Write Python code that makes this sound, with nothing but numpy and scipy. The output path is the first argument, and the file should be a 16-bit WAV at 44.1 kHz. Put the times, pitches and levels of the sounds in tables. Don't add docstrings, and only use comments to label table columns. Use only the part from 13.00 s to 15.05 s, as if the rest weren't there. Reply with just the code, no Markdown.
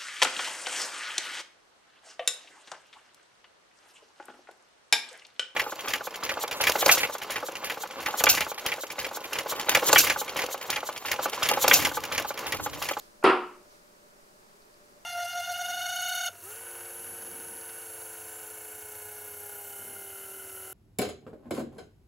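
import sys
import numpy as np
from scipy import signal
from scipy.fft import rfft, irfft
from scipy.io import wavfile

SR = 44100
rng = np.random.default_rng(int(sys.argv[2]) if len(sys.argv) > 2 else 0)


def generate_wav(signal):
    frames = np.transpose(np.atleast_2d(signal))
    scaled = np.clip(frames, -1, 1) * 32767
    pcm = np.round(scaled).astype(np.int16)
    wavfile.write(sys.argv[1], SR, pcm)


N = 90404
HIT_S = 0.241


def undb(db):
    return 10 ** (np.asarray(db) / 20)


def curve(points, hz, axis=1):
    rows = np.array(points, float)
    return np.interp(np.log(hz + 1e-9), np.log(rows[:, 0]), rows[:, axis])


def bins():
    return np.arange(N // 2 + 1) * SR / N


# (frequency [Hz], side minus mid [dB])
ROOM_WIDTH = [(60, -10), (200, -18.5), (380, -29.5), (700, -16), (1300, -7), (2400, -11.5), (4400, -8.5),
              (8000, -4.5)]


def noise(gain, width=ROOM_WIDTH):
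    mid, side = rfft(rng.standard_normal((2, N))) * gain
    side = side * undb(curve(width, bins()))
    stereo = irfft(np.array([mid + side, mid - side]), N)
    return stereo / stereo.std()


def coloured(points, width=ROOM_WIDTH):
    return noise(undb(curve(points, bins())), width)


def fade(start, t60, rise=0.0004, hold=0):
    age = np.maximum(np.arange(N) / SR - start, 0)
    attack = 1 - np.exp(-age / rise)
    decay = np.exp(-np.log(1000) * np.maximum(age - hold, 0) / t60)
    return attack * decay


# (centre [Hz], width [Hz], rms level [dB])
HUM_BANDS = [(390, 120, -68.5), (590.5, 31, -67.5)]


def hum():
    total = 0
    for centre_hz, width_hz, db in HUM_BANDS:
        resonance = 1 / (1 + ((bins() - centre_hz) / (width_hz / 2)) ** 2)
        total = total + undb(db) * noise(resonance)
    return total


# (frequency [Hz], relative level per Hz [dB])
HISS_COLOUR = [(15, -0.5), (35, -6.5), (50, -16), (85, -16.5), (140, -13.5), (210, -7), (300, -12.5),
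               (500, -11.5), (700, -13.5), (1100, -15.5), (2000, -20.5), (3400, -24.5), (4700, -20.5),
               (9300, -23.5), (15500, -29.5)]
# (frequency [Hz], side minus mid [dB])
AIR_WIDTH = [(60, -14), (110, -8), (200, -4), (380, 1), (700, 5), (1290, 7), (2380, 2.5), (4400, -0.5),
             (8120, -4), (15000, -4.5)]


def hiss():
    return undb(-57.5) * coloured(HISS_COLOUR, AIR_WIDTH)


# (centre time [s], half length to 1/e [s], level [dB])
SLEEVE_MOVES = [(.01, 0.093, -57), (0.73, 0.067, -60.5)]
# (frequency [Hz], relative level [dB])
CLOTH_COLOUR = [(500, 0), (3000, -9), (5000, -2.5), (8000, -10), (15000, -15)]


def sleeve():
    t = np.arange(N) / SR
    swell = sum(undb(db) * np.exp(-((t - centre) / half) ** 2) for centre, half, db in SLEEVE_MOVES)
    return coloured(CLOTH_COLOUR, AIR_WIDTH) * swell


# (time [s], level [dB])
FINGER_TICKS = [(1.620, -59), (1.741, -56)]
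# (frequency [Hz], relative level [dB])
FINGER_COLOUR = [(500, -17), (3300, -19), (4500, 8), (6000, -14), (15000, -21)]


def fingers():
    bursts = sum(undb(db) * fade(time, 0.024) for time, db in FINGER_TICKS)
    return coloured(FINGER_COLOUR) * bursts


# (frequency [Hz], relative level per Hz [dB])
ROOM_COLOUR = [(30, -38), (70, -28.5), (150, -22.5), (220, -10.5), (340, -4), (480, -2), (610, -11.5),
               (760, -7.5), (1350, -3), (1550, -13.5), (2800, -11.5), (3600, -22.5), (5000, -25.5),
               (6200, -42.5), (8500, -40), (9700, -34.5), (10800, -46), (15000, -63)]
# (frequency [Hz], hold [s], t60 [s])
ROOM_FADE = [(100, .02, 0.21), (250, .025, 0.54), (480, 0.033, 0.42), (1000, 0.077, .41), (1990, .03, 0.45),
             (4000, .015, .4), (8000, .01, .36)]


def room():
    field = rfft(coloured(ROOM_COLOUR))
    octave = np.log2(np.maximum(bins(), 32) / 32)
    tail = 0
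    for k in range(10):
        crossfade = np.maximum(1 - abs(octave - k), 0)
        band = irfft(field * crossfade, N)
        hz = 32 * 2 ** k
        hold, t60 = curve(ROOM_FADE, hz), curve(ROOM_FADE, hz, axis=2)
        tail = tail + band * fade(HIT_S, t60, rise=0.003, hold=hold)
    return undb(-18.5) * tail


# (frequency [Hz], relative level [dB])
TOUCH_COLOUR = [(200, -22), (600, -0.5), (1100, -6.5), (1400, 1), (1900, -18.5), (2600, -12), (3600, -45),
                (15000, -55)]


def touch():
    ping = undb(-37) * np.sin(2 * np.pi * 1380 * np.arange(N) / SR)
    contact = undb(-37.5) * coloured(TOUCH_COLOUR)
    return (ping + contact) * fade(HIT_S - 0.014, t60=0.12)


# (frequency [Hz], relative level [dB])
TIP_COLOUR = [(500, 14.5), (3000, -17.5), (4800, -1), (6500, -5), (10000, 2), (12000, -7.5), (15000, -19)]


def tip():
    return undb(-30) * coloured(TIP_COLOUR) * fade(HIT_S - 0.003616, t60=0.04, rise=0.001)


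# (frequency [Hz], level [dB], t60 [s])
BOARD_MODES = [(327, -22, .28), (379, -12, .26), (403, -28, .4), (360, -22, .6), (757, -24, .4),
               (860, -28, .35), (942, -25, .43), (1027, -27, .38), (1080, -27, .39), (1112, -28, .38),
               (1201, -29, .38), (1274, -28, .4), (1339, -23, .39), (1672, -35, .37)]


def board():
    age = np.arange(N) / SR - HIT_S
    ring = 0
    for hz, db, t60 in BOARD_MODES:
        ring = ring + undb(db) * np.sin(2 * np.pi * hz * age) * fade(HIT_S, t60, rise=0.001)
    return -ring


# (frequency [Hz], relative level per Hz [dB])
THUD_COLOUR = [(40, -36), (150, -16), (250, -9), (350, -7), (550, -5.5), (900, -14.5), (1400, -7),
               (2000, -16.5), (3500, -34), (6000, -44), (15000, -69)]
# (delay [s], level [dB], left minus right [dB])
WALL_ECHOES = [(.006, -2, 0), (.035, -7.5, -1), (.042, -8.5, -1.5), (.057, -1, -1)]


def thud():
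    blow = undb(-17) * coloured(THUD_COLOUR) * fade(HIT_S, t60=0.06)
    total = blow
    for delay, db, pan_db in WALL_ECHOES:
        gains = undb(db + np.array([[pan_db], [-pan_db]]) / 2)
        total = total + np.roll(blow, int(delay * SR), axis=1) * gains
    return total


def dart():
    radiation = signal.butter(2, 149.6, "high", fs=SR, output="sos")
    return signal.sosfilt(radiation, touch() + tip() + board() + thud())


def scene():
    return dart() + room() + sleeve() + fingers() + hum() + hiss()


def record(dry):
    top_cut = signal.ellip(10, 0.1, 80, 15650, fs=SR, output="sos")
    return signal.sosfilt(top_cut, dry)


dry = scene()
out = record(dry)
generate_wav(out)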